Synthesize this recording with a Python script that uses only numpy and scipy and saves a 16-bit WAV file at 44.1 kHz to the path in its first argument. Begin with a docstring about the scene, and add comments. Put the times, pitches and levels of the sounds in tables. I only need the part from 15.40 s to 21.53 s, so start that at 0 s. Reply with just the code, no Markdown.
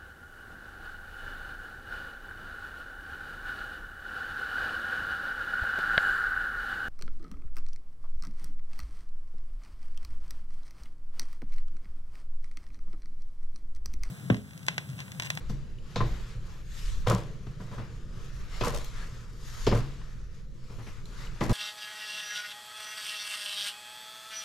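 """A narrow brick stairwell, where someone takes slow steps.
Each foot lands with a sharp slap, a hollow knock and a deep thud; noise shaped by decays and resonances
makes the contacts and the boxy echo from the close walls. The sole scuffs over grit, made of rough noise and crackle.
A jacket rustles and swishes as filtered noise, feet shuffle and tick between steps,
and a low rumble and a drone of wavering noise fill the shaft."""
import sys
import numpy as np
from scipy import signal
from scipy.fft import rfft, irfft, next_fast_len
from scipy.io import wavfile
from scipy.ndimage import uniform_filter1d, map_coordinates

SR = 44100
rng = np.random.default_rng(int(sys.argv[2]) if len(sys.argv) > 2 else 0)


def generate_wav(signal):
    """Clip the signal to [-1, 1] and save it as 16-bit WAV at the path in sys.argv[1]."""
    frames = np.transpose(np.atleast_2d(signal))
    scaled = np.clip(frames, -1, 1) * 32767
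    pcm = np.round(scaled).astype(np.int16)
    wavfile.write(sys.argv[1], SR, pcm)


N = 270333
TIME = np.arange(N) / SR  # seconds since the scene began
AGE = np.arange(SR * 3 // 4) / SR  # seconds since one contact began

# boxy resonances between the walls: (f/Hz, width/Hz, height/dB)
BOX_MODES = [(335, 10.4, 5), (475, 47, 6.5), (592, 17, 5.5), (1014, 71, 6.5), (1140, 100, 1.5)]
# tone of grit and tiny clicks: (f/Hz, relative level per Hz/dB)
GRIT_TONE = [(600, 2), (2000, -3.5), (4000, 1), (7300, 0), (8400, -6.5), (12800, -10), (14200, -29),
             (16000, -24)]


def amp(db):
    """Turn decibels into a gain."""
    return 10 ** (np.asarray(db) / 20)


def unit(x):
    """Scale to an rms (average strength) of 1."""
    return x / np.sqrt(np.mean(x ** 2) + 1e-20)


def along(points, hz):
    """Read a curve of (Hz, value) points on a log frequency axis."""
    f, v = np.transpose(points)
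    return np.interp(np.log(hz + 1), np.log(f), v)


def fade(t60):
    """An exponential decay that falls by 60 dB in t60 seconds."""
    return np.exp(-np.log(1000) * AGE / t60)


def add(track, s, sound):
    """Mix a sound into a track at time s, in seconds."""
    part = track[..., round(s * SR):][..., :len(AGE)]
    part += sound[..., :part.shape[-1]]


def colour(x, level):
    """Filter with a gain of level(hz) in dB, without sounding ahead of its input."""
    n = x.shape[-1]
    m = 2 * next_fast_len(n // 2 + SR // 8)  # room for the filter to ring out
    log_gain = np.log(amp(level(np.fft.rfftfreq(m, 1 / SR))))
    # folding the cepstrum forward in time gives a minimum-phase filter
    cepstrum = irfft(log_gain, m)
    cepstrum[..., 1:m // 2] *= 2
    cepstrum[..., m // 2 + 1:] = 0
    return irfft(rfft(x, m) * np.exp(rfft(cepstrum)), m)[..., :n]


def shaped(x, spectrum, peaks=()):
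    """Give a mid and side pair a spectrum and resonant (Hz, width Hz, dB) peaks, at rms 1."""
    def level(hz):
        resonances = sum(db / (1 + (2 * (hz - c) / w) ** 2) for c, w, db in peaks)
        return along(spectrum, hz) + resonances
    return unit(colour(x, level))


def wobble(rate):
    """A smooth random curve, with rate random points a second."""
    knots = rng.standard_normal(int(N * rate / SR) + 4)
    return map_coordinates(knots, [TIME * rate])


def wavering_noise(rate, rough_db):
    """Mid and side noise whose level wavers at random, with rate random points a second."""
    return rng.standard_normal((2, N)) * amp(rough_db * wobble(rate))


def movement():
    """The walker's movement as one gain per sample."""
    # how much the walker moves: (t/s, level/dB)
    activity = [(0.03, -59), (0.3, -60), (0.9, -58), (1.15, -58.8), (1.55, -55.5), (1.98, -60.5),
                (2.65, -59.5), (3.1, -56), (3.6, -55.5), (3.95, -60.5), (4.2, -55), (4.7, -60.5),
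                (4.88, -66.5), (5.15, -67.5), (5.6, -57.5), (5.95, -54.5)]
    return amp(np.interp(TIME, *np.transpose(activity)))


def shaft_air():
    """A low rumble follows the movement and swells briefly at times; air drones in the shaft's lowest modes."""
    # swells of the rumble: (t/s, level/dB, half length/s, where the swell's power is down to 1/e)
    swells = [(0.11, -30.5, 0.042), (0.676, -28.5, 0.076), (1.6, -31.5, .14), (3.292, -30, 0.081),
              (4.33, -29.5, 0.09), (6.12, -25, 0.057)]
    # tone of the rumble: (f/Hz, relative level per Hz/dB)
    rumble_tone = [(10, 3), (25, 4), (45, 0), (65, -9.5), (100, -13), (300, -62.5), (1000, -120)]
    # tone of the drone: (f/Hz, relative level per Hz/dB)
    drone_tone = [(45, -10), (80, -4), (105, -5), (120, 6), (140, 0), (158, -0.5), (200, -8), (270, -17),
                  (480, -16), (750, -35.5), (2000, -62), (8000, -120)]
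    # loudness of the drone: (t/s, level before the drone gain/dB)
    drone_level = [(0.0, -51), (0.46, -50), (0.78, -49), (1.53, -51.5), (1.78, -46.5), (3.98, -50.5),
                   (4.34, -49), (4.83, -54), (6.13, -48)]
    rumble_db, follows = -38.5, 0.43  # follows: dB of rumble gained for each dB of movement
    drone_gain_db = 2
    steady = amp(rumble_db) * unit(movement()) ** follows
    swell_power = sum(amp(db) ** 2 * np.exp(-((TIME - s) / half) ** 2) for s, db, half in swells)
    rumble_level = np.sqrt(steady ** 2 + swell_power)
    rumble = rumble_level * shaped(wavering_noise(rate=4, rough_db=1), rumble_tone)
    drone_gain = amp(drone_gain_db + np.interp(TIME, *np.transpose(drone_level)))
    return rumble + drone_gain * shaped(wavering_noise(rate=6, rough_db=1.2), drone_tone)


def patchy(x, depth_db):
    """Folds of cloth move, so that bands of the sound swell and fade in patches."""
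    z = signal.stft(x, nperseg=1024)[2]
    field = rng.standard_normal(z.shape[1:])
    field = uniform_filter1d(field, size=9, axis=0)  # smooth across frequency
    field = uniform_filter1d(field, size=9, axis=1)  # smooth across time
    return signal.istft(z * amp(depth_db * unit(field)), nperseg=1024)[1][:, :N]


def swept(x, pitch, half_width_hz, height_db):
    """One broad resonance that follows a pitch (Hz per sample)."""
    hz, t, z = signal.stft(x, SR, nperseg=512)
    distance_hz = hz[:, None] - np.interp(t, TIME, pitch)
    bump = 1 / (1 + (distance_hz / half_width_hz) ** 2)
    return signal.istft(z * amp(height_db * bump), SR, nperseg=512)[1][:, :N]


def jacket():
    """Cloth rustles and chafes with movement; arm and leg swings swish up and die away, each pulling the pitch."""
    # cloth slides over cloth: (t at full speed/s, level/dB, rise/s, fall/s, pitch/Hz)
    # rise and fall are the times for a change by a factor e
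    swings = [(0.098, -51.5, .004, 0.026, 6000), (0.66, -57.5, 0.076, 0.21, 4000),
              (1.08, -63, 0.047, .11, 2200), (1.37, -52, 0.072, 0.13, 3420),
              (1.485, -50, 0.096, 0.11, 6500), (2.21, -63, 0.02, 0.14, 5000),
              (2.85, -62, .015, 0.055, 5500), (2.96, -63, .04, 0.04, 6000), (3.22, -53, 0.065, 0.16, 4650),
              (3.45, -56.5, 0.097, 0.1, 3500), (3.83, -62.5, .08, 0.035, 5400),
              (4.07, -53, 0.057, 0.15, 6500), (4.24, -49, 0.15, 0.12, 5200), (4.95, -66.5, .015, .06, 4040),
              (5.478, -58.5, 0.21, 0.061, 5540), (5.72, -65, 0.096, 0.094, 4500)]
    # tone of the soft rustle: (f/Hz, relative level per Hz/dB)
    rustle_tone = [(200, -18.5), (450, -7), (780, -6), (1250, 2), (2000, -4), (3500, -8.5), (7000, -14),
                   (9000, -24), (16000, -51)]
    # tone of the bright chafing and swishing: (f/Hz, relative level per Hz/dB)
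    swish_tone = [(900, -9), (1900, -5.5), (3500, -0.5), (7200, -2.5), (8400, -10.5), (12800, -12.5),
                  (14200, -30), (16000, -48)]
    rustle_db, chafe_db = -0.5, -6.5  # relative to the movement
    envelopes = [amp(db) * np.exp(-np.maximum((s - TIME) / rise, (TIME - s) / fall))
                 for s, db, rise, fall, hz in swings]
    power = np.array(envelopes) ** 2
    swing = np.sqrt(power.sum(axis=0))
    # the strongest swing at each moment weighs most in the pitch
    pitch = np.array([hz for *_, hz in swings]) @ power / swing ** 2
    stir = movement() * amp(2.5 * wobble(12))
    soft = shaped(patchy(wavering_noise(rate=40, rough_db=.6), depth_db=2.0), rustle_tone)
    sliding = swept(wavering_noise(rate=120, rough_db=.8), pitch, half_width_hz=690, height_db=2.0)
    bright = shaped(patchy(sliding, depth_db=2.5), swish_tone, [(1790, 340, 8.6)])
    return amp(rustle_db) * stir * soft + np.hypot(amp(chafe_db) * stir, swing) * bright


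def blow(contact_t60, echo_db):
    """A brief contact, strongest in the middle, with the dense echo from the walls all round."""
    # how long the echo lasts: (f/Hz, time to fall 60 dB/s)
    echo_t60 = [(100, 1), (300, 0.5), (1000, 0.5), (4000, 0.69), (12000, 0.3)]
    hz, t, z = signal.stft(rng.standard_normal((2, len(AGE))), SR, nperseg=256)
    decay = np.exp(-np.log(1000) * t / along(echo_t60, hz)[:, None])
    tail = signal.istft(z * decay, SR, nperseg=256)[1][:, :len(AGE)]
    direct = rng.standard_normal((2, len(AGE))) * fade(contact_t60) * amp([[0], [-7]])  # mid, side
    return unit(direct) + amp(echo_db) * unit(tail)


def thud():
    """Body weight sets the deep modes ringing, alike at both ears."""
    # deep modes of tread and shaft, varied a little each time: (f/Hz, level/dB, time to fall 60 dB/s)
    deep_modes = [(50.3, -6.5, 0.37), (115.7, 2, 0.28), (139.05, -9, 0.6), (191.5, -6.5, 0.18),
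                  (225.7, -12, 0.13)]
    total = np.zeros(len(AGE))
    for hz, db, t60 in deep_modes:
        strength = amp(db + rng.normal(0, 3.2))
        varied_hz = hz * (1 + rng.normal(0, 0.022))
        total += strength * fade(t60) * np.sin(2 * np.pi * varied_hz * AGE)
    return unit(total * (1 - fade(0.026))) * np.array([[1], [0]])  # mid only


def shuffles():
    """A foot shifts on the tread; the longer its touch, the slower the sound rises."""
    # light taps and brushes: (t/s, level/dB, thud/dB, pitch/Hz, length/s, echo relative to contact/dB)
    taps = [(0.0, -62, -69, 402, 0.14, 0), (0.725, -61.5, -51.5, 450, 0.097, -3),
            (0.955, -87, -51, 558, 0.048, 6), (2.068, -63.5, -50, 600, 0.023, -7.5),
            (2.201, -63, -50.5, 1500, 0.061, -1), (2.31, -65.5, -53, 1300, 0.074, -2),
            (2.38, -53.5, -48.5, 885, 0.041, 2), (4.612, -67, -76, 1190, 0.044, -4),
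            (5.295, -64, -58, 398, 0.072, 0), (5.381, -61.5, -56, 1000, 0.19, -8),
            (5.464, -61, -80, 2280, 0.15, -15)]
    # tone of a brushing foot: (f/Hz, relative level per Hz/dB)
    brush_tone = [(100, 11), (400, 1), (700, -6.5), (1200, -3.5), (2400, -9), (5000, -21.5), (16000, -56)]
    out = np.zeros((2, N))
    for s, db, thud_db, hz, length, echo_db in taps:
        touch = blow(length, echo_db) * (1 - fade(length / 2))
        add(out, s, amp(db) * shaped(touch, brush_tone, [(hz, hz, 6)]))
        add(out, s, amp(thud_db) * thud())
    return out


def ring(hz, t60):
    """A struck spot rings briefly at its own pitch."""
    tone = np.sin(2 * np.pi * hz * AGE) * fade(t60) * (1 - fade(0.0011))
    return unit(tone) * np.array([[1], [0]])  # mid only


def footsteps():
    """Each contact is the sharp slap of the shoe, then a hollow knock and a deep thud as the weight arrives."""
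    # heel and sole contacts, with levels before the trims below:
    # (t/s, overall level/dB, thud/dB, knock/dB, slap/dB, knock pitch/Hz, slap pitch/Hz,
    #  ring relative to knock noise/dB, boom/dB)
    # thud, knock and slap are added to the overall level
    steps = [(0.095, -30, 1, -9.5, -25, 191, 2000, -24, -5),
             (0.559, -23.5, -2.5, -7.5, -7, 1050, 3850, -11, -22),
             (0.605, -17.5, -4.5, -10.5, -45, 1040, 2170, -3, -16),
             (1.67, -15.5, -5, -13.5, -17.5, 497, 3200, 0.5, -31),
             (1.697, -19.5, -3.5, -16, -39, 520, 1820, 7.5, -27),
             (1.71, -18.5, -11, -11.5, -39, 555, 2940, 2, -16),
             (1.732, -19, -6, -17, -24, 189, 1860, 10, -10),
             (3.2094, -17, -10.5, -11.5, -14, 355, 2680, -10, -12.5),
             (3.268, -22, -9.5, -7.5, -32, 475, 2210, -5, -22),
             (4.267, -13.5, -7.5, -12.5, -14, 388, 5000, -1.5, -10.5),
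             (4.312, -21, -8, -9, -41, 364, 2170, -0.5, -14),
             (4.322, -17.5, -6, -13, -40, 198, 1940, 3.5, -20),
             (4.349, -20.5, -2.5, -13, -31, 212, 4130, -17, -10),
             (6.008, -14.5, -15.5, -8, -23, 228, 2060, -5, -9.5),
             (6.095, -16.5, -2, -13, -25, 222, 1850, 4, -11)]
    # tone of the hollow knock: (f/Hz, relative level per Hz/dB)
    knock_tone = [(60, -11), (200, 3), (400, -0.5), (700, -7.5), (1200, -11.5), (2000, -15), (4000, -31.5),
                  (16000, -88)]
    # tone of the sharp slap: (f/Hz, relative level per Hz/dB)
    slap_tone = [(400, -26), (1500, -3), (2600, 4.5), (3800, 3.5), (5400, -1), (7300, -8.5), (8500, -22),
                 (13000, -29), (16000, -61)]
    slap_trim_db, knock_trim_db, thud_trim_db, boom_trim_db = -22.5, -18, -16.5, 13.5
    knock_delay_s, thud_delay_s = 0.001952, 0.0025
    out = np.zeros((2, N))
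    for s, db, thud_db, knock_db, slap_db, knock_hz, slap_hz, ring_db, boom_db in steps:
        # a blow near the middle of the tread booms more than one at its edge
        boom = (280, 150, boom_db + boom_trim_db)
        knock = shaped(blow(contact_t60=0.074, echo_db=-0.5), knock_tone, BOX_MODES + [boom])
        knock = knock + amp(ring_db) * ring(knock_hz, t60=0.093)
        crack = amp(-4) * unit(rng.standard_normal((2, len(AGE))) * fade(.01))
        # the heel's mode, with a dip in the tone below it
        heel = [(slap_hz, 700, 6), (0.795 * slap_hz, 450, -5)]
        slap = shaped(blow(contact_t60=0.16, echo_db=-3) + crack, slap_tone, heel)
        add(out, s, amp(db + slap_db + slap_trim_db) * slap)
        add(out, s + knock_delay_s, amp(db + knock_db + knock_trim_db) * knock)
        add(out, s + thud_delay_s, amp(db + thud_db + thud_trim_db) * thud())
    return out


def ticks():
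    """Grit and clothing make tiny hard contacts, each with one short ring."""
    # small clicks: (t/s, click/dB, pitch/Hz, ring/dB)
    clicks = [(0.386, -88, 2930, -79), (2.846, -77, 3140, -96), (3.4452, -66.5, 13500, -78),
              (5.656, -71.5, 4100, -75), (5.871, -83, 2920, -70)]
    out = np.zeros((2, N))
    for s, click_db, hz, ring_db in clicks:
        click = shaped(blow(contact_t60=0.014, echo_db=3), GRIT_TONE, [(hz, 0.27 * hz, 6)])
        add(out, s, amp(click_db) * click + amp(ring_db) * ring(hz, t60=0.016))
    return out


def grains(rate, spread):
    """Mid and side crackle: about rate sand grains a second, most small and a few large."""
    hits = rng.random(N) < rate / SR
    sizes = np.exp(spread * rng.standard_normal(N))
    return unit(rng.standard_normal((2, N)) * hits * sizes)


def scuffs():
    """The sole bites, slides and lets go: it rubs the tread into its resonances and grinds sand under it."""
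    # slides of the sole, with levels before the trims below:
    # (t/s, hold/s, time to fall 60 dB/s, hollow rub/dB, rasp/dB, grit/dB)
    slides = [(0.555, .008, 0.14, -56, -34, -68), (0.6, .012, 0.091, -32.5, -32, -59),
              (1.663, 0.042, 0.37, -32.5, -32.5, -45.5), (1.701, .014, 0.2, -29.5, -29.5, -59),
              (2.198, 0.014, 0.38, -50, -52.5, -66), (2.312, 0.018, 0.41, -49.5, -49, -69),
              (2.379, 0.0089, 0.24, -50, -52, -65), (3.208, 0.0088, .1, -34.5, -31, -59),
              (3.232, 0.043, 0.27, -45, -33, -43.5), (3.325, 0.03, 0.28, -38.5, -44.5, -48.5),
              (4.268, 0.0063, 0.11, -21.5, -33, -45), (4.318, 0.011, 0.15, -25, -32.5, -50),
              (4.345, 0.032, 0.26, -52, -45, -51.5), (5.292, .012, 0.96, -55, -59.5, -75),
              (6.002, 0.035, 0.25, -49, -45, -47), (6.09, .018, 0.22, -30, -34.5, -47)]
    # rise as the sole bites: one time/s each for the hollow rub, the rasp and the grit
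    attack_s = [0.0065, 0.0054, 0.015]
    # tone of the hollow rub: (f/Hz, relative level per Hz/dB)
    hollow_tone = [(120, -23), (280, -20.5), (380, -12), (550, -10), (720, -15.5), (1200, -37), (4000, -64)]
    # tone of the rasp: (f/Hz, relative level per Hz/dB)
    rasp_tone = [(400, -38.5), (750, -1.5), (1000, 8), (1300, 6.5), (1700, -6.5), (2600, -13), (8000, -44)]
    hollow_trim_db, rasp_trim_db, sand_trim_db = -2.5, -4, 3.5
    gains = np.zeros((3, N))
    bite = np.minimum(AGE / np.array(attack_s)[:, None], 1)
    for s, hold, t60, *levels_db in slides:
        release = np.exp(-np.log(1000) * np.maximum(AGE - hold, 0) / t60)
        add(gains, s, amp(levels_db)[:, None] * bite * release)
    rubbing = wavering_noise(rate=180, rough_db=3)
    hollow = amp(hollow_trim_db) * shaped(rubbing, hollow_tone, BOX_MODES)
    crunching = wavering_noise(rate=250, rough_db=1) + 0.96 * grains(rate=350, spread=0.33)
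    rasp = amp(rasp_trim_db) * shaped(crunching, rasp_tone, BOX_MODES)
    grinding = grains(rate=3000, spread=0.19) + 2.0 * wavering_noise(rate=300, rough_db=6.0)
    sand = amp(sand_trim_db) * shaped(grinding, GRIT_TONE)
    return gains[0] * hollow + gains[1] * rasp + gains[2] * sand


def scene():
    """Mix all sounds; the mid part is alike in both channels and the side part makes them differ."""
    # gain of the side part: (f/Hz, gain/dB)
    side_gain = [(25, -7), (70, -23.5), (150, -15.5), (500, -10), (1000, -8.5), (2000, -4.5), (5000, -7.5),
                 (12000, -5)]
    mid, side = shaft_air() + jacket() + shuffles() + footsteps() + ticks() + scuffs()
    side = colour(side, lambda hz: along(side_gain, hz))
    return np.array([mid + side, mid - side])


def record(dry):
    """Make the left channel brighter than the right, cut the highest treble and fade the last 3 ms."""
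    # balance of the channels: (f/Hz, left minus right/dB)
    balance = [(60, -1), (110, 0.5), (200, 0.0), (380, 1.0), (700, 0.5), (1290, 3), (2380, 3.5),
               (4400, 1.5), (8120, 2), (15000, 9.5)]
    top_hz = 15750
    tinted = colour(dry, lambda hz: along(balance, hz) * np.array([[.5], [-.5]]))
    steep_lowpass = signal.ellip(12, .1, 90, top_hz, fs=SR, output="sos")
    ending = np.minimum((TIME[-1] - TIME) / .003, 1)
    return ending * signal.sosfilt(steep_lowpass, tinted)


dry = scene()
out = record(dry)
generate_wav(out)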